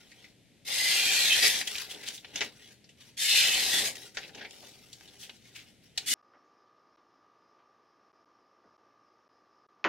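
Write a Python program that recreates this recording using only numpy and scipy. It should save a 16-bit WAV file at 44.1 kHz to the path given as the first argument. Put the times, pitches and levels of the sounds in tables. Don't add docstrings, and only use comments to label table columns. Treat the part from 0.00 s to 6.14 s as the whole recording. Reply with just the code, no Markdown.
import sys
import numpy as np
from scipy import signal
from scipy.fft import rfft, irfft, next_fast_len
from scipy.io import wavfile
from scipy.ndimage import uniform_filter1d, map_coordinates

SR = 44100
rng = np.random.default_rng(int(sys.argv[2]) if len(sys.argv) > 2 else 0)


def inscribe(sig):
    pcm = np.round(np.clip(np.atleast_2d(sig).T, -1, 1) * 32767)
    wavfile.write(sys.argv[1], SR, pcm.astype(np.int16))


N = 270774
TIME = np.arange(N) / SR
FFT_SIZE = next_fast_len(N + SR // 2, True)
FREQS = np.maximum(np.arange(FFT_SIZE // 2 + 1) * SR / FFT_SIZE, 1)

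# (time [s], level [dB])
EFFORT = [
    [(0.65, -51), (0.68, -36), (0.836, -27.5), (1.298, -26), (1.306, -27.5), (1.418, -26), (1.43, -20.5),
     (1.6, -34), (1.612, -30.5), (1.64, -50)],
    [(3.17, -50), (3.18, -40), (3.202, -32), (3.334, -25), (3.7, -31), (3.762, -27), (3.886, -32),
     (3.93, -51)],
    [(6.06, -46.5), (6.086, -33.5), (6.135, -31)],
]
# (fibre hiss [dB], loose flutter [dB], time to come loose [s])
SLICES = [(-36.5, -50, 0.035), (-35, -47, .32), (-29.5, -52, 0.11)]
# (pitch [Hz], level re effort [dB], delay into the slice [s])
STRIP_MODES = [
    [(2045, -8, 0.048), (4930, -11.5, 0), (4220, -14, 0.14), (3200, -8, 0.19), (2400, -10.5, 0.28)],
    [(3650, -5.5, 0.0014), (5120, -11.5, 0.0044), (2900, -6.5, .04), (2630, -6, 0.089), (4140, -9, .05),
     (3080, -7, 0.12)],
    [(2960, -1.5, 0), (283, -17.5, 0)],
]
# (start [s], end [s], rustle [dB], hiss [dB], sway [dB])
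SLIDES = [(-0.03, .28, -64, -69.5, -70.5), (1.632, 1.828, -42.5, -46, -53.5),
          (1.835, 2.12, -54.5, -59, -55.5), (2.21, 2.335, -58.5, -70, -59.5), (2.329, 2.449, -46, -56, -53),
          (2.51, 2.717, -61.5, -65, -68), (2.964, 3.093, -61, -64.5, -81), (3.894, 4.057, -54, -54, -63),
          (4.142, 4.278, -56, -62.5, -58), (4.312, 4.46, -56, -86, -55), (4.467, 4.704, -58, -59.5, -62),
          (4.702, 5.357, -64.5, -65.5, -69.5), (5.39, 5.705, -65, -68, -76),
          (5.817, 5.846, -62, -64.5, -80), (5.944, 6.07, -56.5, -62, -64)]
# (time [s], level [dB], centre [Hz], t60 [s])
FLAPS = [(1.415, -39.5, 460, 0.19), (1.938, -48, 383, 0.059), (2.321, -51, 220, .12),
         (2.398, -43.5, 383, 0.23), (3.72, -46, 295, 0.48), (3.8, -46.5, 328, 0.37),
         (4.615, -53.5, 587, 0.087)]

# (time [s], body level [dB], centre [Hz], treble re body [dB], t60 [s])
CATCHES = [(1.428, -30, 1780, -8, 0.11), (1.451, -29, 1560, 3.5, 0.057), (1.475, -30.5, 1900, 4, 0.035),
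           (1.607, -35, 1680, -34, 0.08)]
TICKS = [(0.116, -50, 1950, -14, 0.075), (0.241, -50.5, 2080, -23, 0.11), (1.673, -30, 3200, -4.5, 0.048),
         (1.753, -27.5, 2910, -25, 0.031), (1.782, -37, 3820, -3, 0.047), (1.82, -48, 3450, -6, .06),
         (1.946, -41, 3300, -11, 0.033), (2.086, -34, 3060, -2, 0.027), (2.177, -44, 3450, -17, 0.073),
         (2.842, -56.5, 5100, -14, 0.071), (2.89, -55.5, 2880, -9.5, 0.11), (3.954, -42.5, 2230, -4, 0.049),
         (4.144, -53.5, 1500, -3.5, 0.29), (4.508, -44.5, 3150, -7, 0.03), (4.929, -48, 3970, 0.5, .06),
         (5.454, -57, 2030, -11, .08), (5.075, -52, 3600, -13, 0.11)]
SWISHES = [(1.89, -41, 3140, -3.5, 0.13), (2.024, -42, 1920, -6.5, 0.092), (2.052, -39.5, 3300, -5.5, 0.17),
           (2.113, -50, 3240, 3, 0.2), (2.33, -50, 2900, -9, 0.087), (2.364, -40, 3200, -9, 0.08),
           (2.438, -43, 1910, -3.5, 0.062), (4.215, -43.5, 2440, -24, 0.12), (5.175, -61, 3460, 8.5, 0.22),
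           (5.205, -49, 3190, -3.5, 0.18), (5.545, -46, 2520, -6, .1), (5.565, -49.5, 2570, -9, 0.16)]
BUCKLES = [(2.244, -40, 3020, -33, 0.052), (2.356, -32, 3050, -1.5, 0.051), (2.405, -28, 3070, -11, 0.058),
           (2.411, -27, 2400, -16, 0.082), (4.168, -29.5, 1600, -16, 0.074),
           (4.29, -49.5, 1570, -30, 0.063), (4.346, -45, 3020, -8, 0.071), (4.37, -47, 2900, -17, 0.19),
           (4.407, -40.5, 1690, -43, 0.12), (4.444, -40, 2270, -36, 0.08), (4.622, -59, 2920, -18, 0.11),
           (5.008, -50, 1560, -13, 0.024), (5.293, -39.5, 3300, -34, 0.044)]
TAPS = [(5.975, -24.5, 3920, -7.5, 0.038)]

# (frequency [Hz], relative level [dB])
CUT_COLOUR = [(500, -32.5), (900, -33.5), (1150, -27), (1400, -11), (1650, -6.5), (2100, -0.5), (3100, 2.5),
              (4200, -2.5), (5500, -4.5), (7500, -9.5), (10000, -12), (14500, -17), (16000, -24)]
FLUTTER_COLOUR = [(25, -10), (60, -7), (130, -5.5), (250, -4.5), (400, -2.5), (540, 0.5), (650, -2),
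                  (790, 2), (950, -5), (1200, -6.5), (1800, -66)]
RUSTLE_COLOUR = [(500, -46), (900, -7.5), (1120, -14), (1450, -3), (2040, 4.5), (2400, 3), (3400, 4.5),
                 (4500, 0.5), (6400, -9), (8000, -15.5), (12000, -20), (16000, -18)]
SWAY_COLOUR = [(40, -13.5), (130, -4), (250, 0), (400, 5), (540, 1.5), (650, -2), (790, 2), (950, -6),
               (1200, -27.5), (1800, -26.5)]
TICK_COLOUR = [(100, -9), (400, -36), (800, -5.5), (1100, -22), (1900, -0.5), (3500, 0), (7000, -6),
               (11000, -20.5), (16000, -24)]
BUCKLE_COLOUR = [(60, -8), (200, -25), (390, 0.5), (520, -2.5), (640, -3), (830, 1), (1100, -11), (1600, 3),
                 (3000, 3.5), (6600, -5.5), (8500, -25.5), (16000, -37)]
ROOM_COLOUR = [(15, -45), (25, -11.5), (117, 2.5), (212, 3), (451, -5), (591, -8), (800, -15), (1150, -24),
               (2000, -12), (2690, -12), (3430, -11.5), (4740, -18), (14000, -29.5), (16000, -49)]

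# (frequency [Hz], left-right correlation [-1 to 1])
LIKENESS = [(30, 0.2), (120, 0.6), (400, .8), (1500, 0.72), (3200, 0.79), (4500, 0.16), (6200, 0),
            (9000, -0.41), (12000, 0), (16000, 1)]
# (frequency [Hz], left minus right [dB])
BALANCE = [(60, 3.1), (130, 2.3), (290, 1.9), (640, 2.3), (1410, 3.1), (3100, 0.85), (6820, 3.4),
           (15000, 1.4)]

USUAL_EFFORT_DB, RASP_DB = -28, -2
HISS_FOLLOWS, FLUTTER_FOLLOWS = 0.92, 0.51
TAUT_FLUTTER_DB = -15
HISS_EDGE_HZ = 5500


def slicing():
    fibres = grains(per_s=6000, spread_db=2, clump_db=1, clump_rate=45)
    voice = sheet(fibres, ring_t60=.05, ring_db=-8, wander_db=9, places=8)
    rasp, hiss = rasp_and_hiss(bending(voice, depth_db=2.5, hold_frames=14), CUT_COLOUR)
    jerks = flutter(grains(per_s=830, spread_db=1, clump_db=1.5, clump_rate=120), FLUTTER_COLOUR)
    ringing = from_db(RASP_DB) * rasp + singing_strip()
    out = np.zeros((2, N))
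    for curve, (hiss_db, flutter_db, loosen_s) in zip(EFFORT, SLICES):
        times, levels_db = np.transpose(curve)
        start, end = times[0], times[-1]
        span = slice(*np.searchsorted(TIME, [start - .02, end + .02]))
        t = TIME[span]
        gate = uniform_filter1d(1. * ((t >= start) & (t <= end + .008)), size=300)
        effort_db = np.interp(t, times, levels_db)
        swing_db = effort_db - USUAL_EFFORT_DB
        taut = np.clip(1 - (t - start) / loosen_s, 0, 1)
        cut = from_db(effort_db) * ringing[:, span]
        cut += from_db(hiss_db + HISS_FOLLOWS * swing_db) * hiss[:, span]
        cut += from_db(flutter_db + FLUTTER_FOLLOWS * swing_db + TAUT_FLUTTER_DB * taut) * jerks[:, span]
        out[:, span] += gate * cut
    return out


def singing_strip():
    out = np.zeros((2, N))
    for curve, modes in zip(EFFORT, STRIP_MODES):
        for hz, db, delay_s in modes:
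            add_note(out, curve[0][0] + delay_s, hz, hz, db, length_s=.35)
    for curve in EFFORT[:2]:
        start, end = curve[0][0], curve[-1][0]
        glide_start = start + .45 * (end - start)
        add_note(out, glide_start, from_hz=4694, to_hz=3150, db=-7, length_s=.33, width_hz=550)
    for hz, db in (2610, -1), (3130, -1.4):
        add_note(out, 1.295, hz, hz, db, length_s=.063)
    return out


def add_note(out, start, from_hz, to_hz, db, length_s, width_hz=107):
    white = rng.standard_normal((2, 2, SR // 2))
    ringing = signal.sosfilt(signal.butter(2, width_hz / 2, fs=SR, output="sos"), white[0] + 1j * white[1])
    first = round(start * SR)
    progress = np.clip((TIME[first:first + ringing.shape[1]] - start) / length_s, 0, 1)
    phase = 2 * np.pi * np.cumsum(from_hz + (to_hz - from_hz) * progress) / SR
    note = rms_one((ringing[:, :len(phase)] * np.exp(1j * phase)).real)
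    swell = np.sqrt(np.abs(np.sin(np.pi * progress)))
    out[:, first:first + len(phase)] += from_db(db) * note * swell


def grains(per_s, spread_db, clump_db, clump_rate):
    sizes = from_db(spread_db * np.minimum(rng.exponential(1, N), 4)) * rng.choice([-1, 1], N)
    fires = rng.random(N) < per_s / SR
    return sizes * fires * from_db(clump_db * drift(clump_rate))


def sheet(snaps, ring_t60, ring_db, wander_db, places=6, crack_t60=.006):
    t = TIME[:SR // 12]
    odds = from_db(wander_db * np.array([drift(2.5) for _ in range(places)]))
    thresholds = np.cumsum(odds / odds.sum(0), axis=0)
    place = (rng.random(N) > thresholds).sum(0)
    decay = from_db(-60 * t / crack_t60) + from_db(ring_db - 60 * t / ring_t60)
    answers = rng.standard_normal((places, 2, len(t))) * decay
    out = sum(signal.oaconvolve((snaps * (place == k))[None], answers[k], axes=1)[:, :N]
              for k in range(places))
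    return out / np.std(out, axis=1, keepdims=True)


def bending(x, depth_db, hold_frames):
    framing = dict(nperseg=1024, noverlap=768)
    spectra = signal.stft(x.astype(np.float32), **framing)[2]
    bins, frames = np.indices(spectra.shape[1:])
    peaks = uniform_filter1d(rng.standard_normal(bins.shape), size=hold_frames, axis=1)
    peaks = uniform_filter1d(peaks, size=4, axis=0)
    slide = 1 + .04 * np.sin(2 * np.pi * frames / 200)
    sliding_peaks = map_coordinates(peaks, [bins * slide, frames], order=1, mode="nearest")
    gain = from_db(depth_db * rms_one(sliding_peaks))
    return rms_one(signal.istft(spectra * gain, **framing)[1][:, :N])


def rasp_and_hiss(x, colour):
    spectrum = rfft(x, FFT_SIZE) * causal(at_hz(colour, FREQS), FFT_SIZE)
    steep = (FREQS / HISS_EDGE_HZ) ** 8
    return [rms_one(irfft(spectrum * share / (1 + steep), FFT_SIZE)[:, :N]) for share in (1, steep)]


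def flutter(snaps, colour):
    return coloured(np.array([snaps, snaps * rng.choice([-1, 1], N)]), colour)


def rustling(attack_s=.047, release_t60=.25):
    power = np.zeros((3, N))
    for start, end, *levels_db in SLIDES:
        span = slice(*np.searchsorted(TIME, [start, end + release_t60]))
        t = TIME[span]
        attack = np.minimum((t - start) / attack_s, 1)
        release = from_db(-60 * np.maximum(t - end, 0) / release_t60)
        power[:, span] += np.outer(from_db(levels_db), attack * release) ** 2
    crackle = grains(per_s=3000, spread_db=1, clump_db=2, clump_rate=81)
    voice = sheet(crackle, ring_t60=.023, ring_db=-6.5, wander_db=7)
    rustle, hiss = rasp_and_hiss(bending(voice, depth_db=3.5, hold_frames=7), RUSTLE_COLOUR)
    sway = flutter(grains(per_s=1200, spread_db=4, clump_db=2, clump_rate=2.6), SWAY_COLOUR)
    return sum(gain * layer for gain, layer in zip(np.sqrt(power), (rustle, hiss, sway)))


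def pops(rows, colour, rise_share, focus_db, grit_db, patch_octaves=.35, size=12288):
    out, t = np.zeros((2, N + size)), TIME[:size]
    hz = np.maximum(np.arange(size // 2 + 1) * SR / size, 1)
    steep = (hz / HISS_EDGE_HZ) ** 8
    for start_s, db, centre_hz, treble_db, t60_s in rows:
        focus = np.exp(-(np.log2(hz / centre_hz) / patch_octaves) ** 2)
        patch = from_db(at_hz(colour, hz) + focus_db * focus)
        body = rms_one(patch / (1 + steep))
        hiss = from_db(treble_db) * rms_one(patch * steep / (1 + steep))
        tone = causal(20 * np.log10(body + hiss), size)
        envelope = rise_and_fall(t, rise_share * t60_s, t60_s)
        slips = rms_one(from_db(grit_db * np.repeat(rng.uniform(-1, 1, size // 48), 48)))
        burst = rfft(rng.standard_normal((2, size)) * slips * envelope)
        first = round(start_s * SR)
        out[:, first:first + size] += from_db(db) * irfft(burst * tone, size)
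    return out[:, :N]


def flapping(rise_s=.023, top_hz=1020, band_ratio=1.3):
    out, t = np.zeros((2, N + SR // 2)), TIME[:SR // 2]
    lowpass = signal.butter(2, top_hz, fs=SR, output="sos")
    for start_s, db, hz, t60_s in FLAPS:
        air = rng.standard_normal((2, len(t)))
        band = signal.butter(1, [hz / band_ratio, hz * band_ratio], "band", fs=SR, output="sos")
        puff = rms_one(signal.sosfilt(lowpass, signal.sosfilt(band, air)))
        first = round(start_s * SR)
        out[:, first:first + len(t)] += from_db(db) * rise_and_fall(t, rise_s, t60_s) * puff
    return out[:, :N]


def room(x, t60_s=.16, wet_db=-10, predelay_s=.004):
    t = TIME[:SR // 2]
    tail = rng.standard_normal((2, len(t))) * from_db(-60 * t / t60_s) * (t > predelay_s)
    tail /= np.sqrt(np.sum(tail ** 2, axis=1, keepdims=True))
    return x + from_db(wet_db) * signal.fftconvolve(x, tail, axes=1)[:, :N]


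def room_tone(air_db=-64, hum_db=-73.5, hum_hz=120):
    air = from_db(air_db) * coloured(rng.standard_normal((2, N)), ROOM_COLOUR)
    air[0] += from_db(hum_db + 2 * drift(3)) * np.sqrt(2) * np.sin(2 * np.pi * hum_hz * TIME)
    return air


def microphone_ports(x, left_lag_s=.00002):
    mid, side = rfft(x, FFT_SIZE)
    alike = np.clip(at_hz(LIKENESS, FREQS), -.8, .98)
    sign = np.array([[1], [-1]])
    pair = mid + sign * side * np.sqrt((1 - alike) / (1 + alike))
    pair[0] *= np.exp(-2j * np.pi * FREQS * left_lag_s)
    return irfft(pair * from_db(sign * at_hz(BALANCE, FREQS) / 2), FFT_SIZE)[:, :N]


def rise_and_fall(t, rise_s, t60_s):
    return np.minimum(t / rise_s, 1) * from_db(-60 * np.maximum(t - rise_s, 0) / t60_s)


def drift(rate_hz):
    pole = np.exp(-40 * np.pi * rate_hz / SR)
    slow = signal.lfilter([1], [1, -2 * pole, pole * pole], rng.standard_normal(N // 20 + 4002))[4000:]
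    return np.interp(np.arange(N) / 20, np.arange(len(slow)), rms_one(slow))


def coloured(x, colour):
    spectrum = rfft(x, FFT_SIZE) * causal(at_hz(colour, FREQS), FFT_SIZE)
    return rms_one(irfft(spectrum, FFT_SIZE)[..., :N])


def causal(gain_db, size):
    cepstrum = irfft(np.log(from_db(gain_db)), size)
    cepstrum[1:size // 2] *= 2
    cepstrum[size // 2 + 1:] = 0
    return np.exp(rfft(cepstrum))


def at_hz(points, hz):
    table_hz, values = np.transpose(points)
    return np.interp(np.log(hz), np.log(table_hz), values)


def from_db(db):
    return np.exp(np.asarray(db) * (np.log(10) / 20))


def rms_one(x):
    return x / np.sqrt(np.mean(x ** 2) + 1e-20)


def scene():
    catches = pops(CATCHES, CUT_COLOUR, rise_share=.095, focus_db=12, grit_db=11.5)
    ticks = pops(TICKS, TICK_COLOUR, rise_share=.015, focus_db=11, grit_db=0)
    swishes = pops(SWISHES, RUSTLE_COLOUR, rise_share=.18, focus_db=6.5, grit_db=4.5)
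    buckles = pops(BUCKLES, BUCKLE_COLOUR, rise_share=.063, focus_db=7, grit_db=-3.5)
    taps = pops(TAPS, TICK_COLOUR, rise_share=.087, focus_db=9.5, grit_db=1)
    paper = slicing() + rustling() + catches + ticks + swishes + buckles + taps + flapping()
    return microphone_ports(room(paper) + room_tone())


def record(dry):
    return signal.sosfilt(signal.ellip(12, .1, 90, 15900, fs=SR, output="sos"), dry)


dry = scene()
out = record(dry)
inscribe(out)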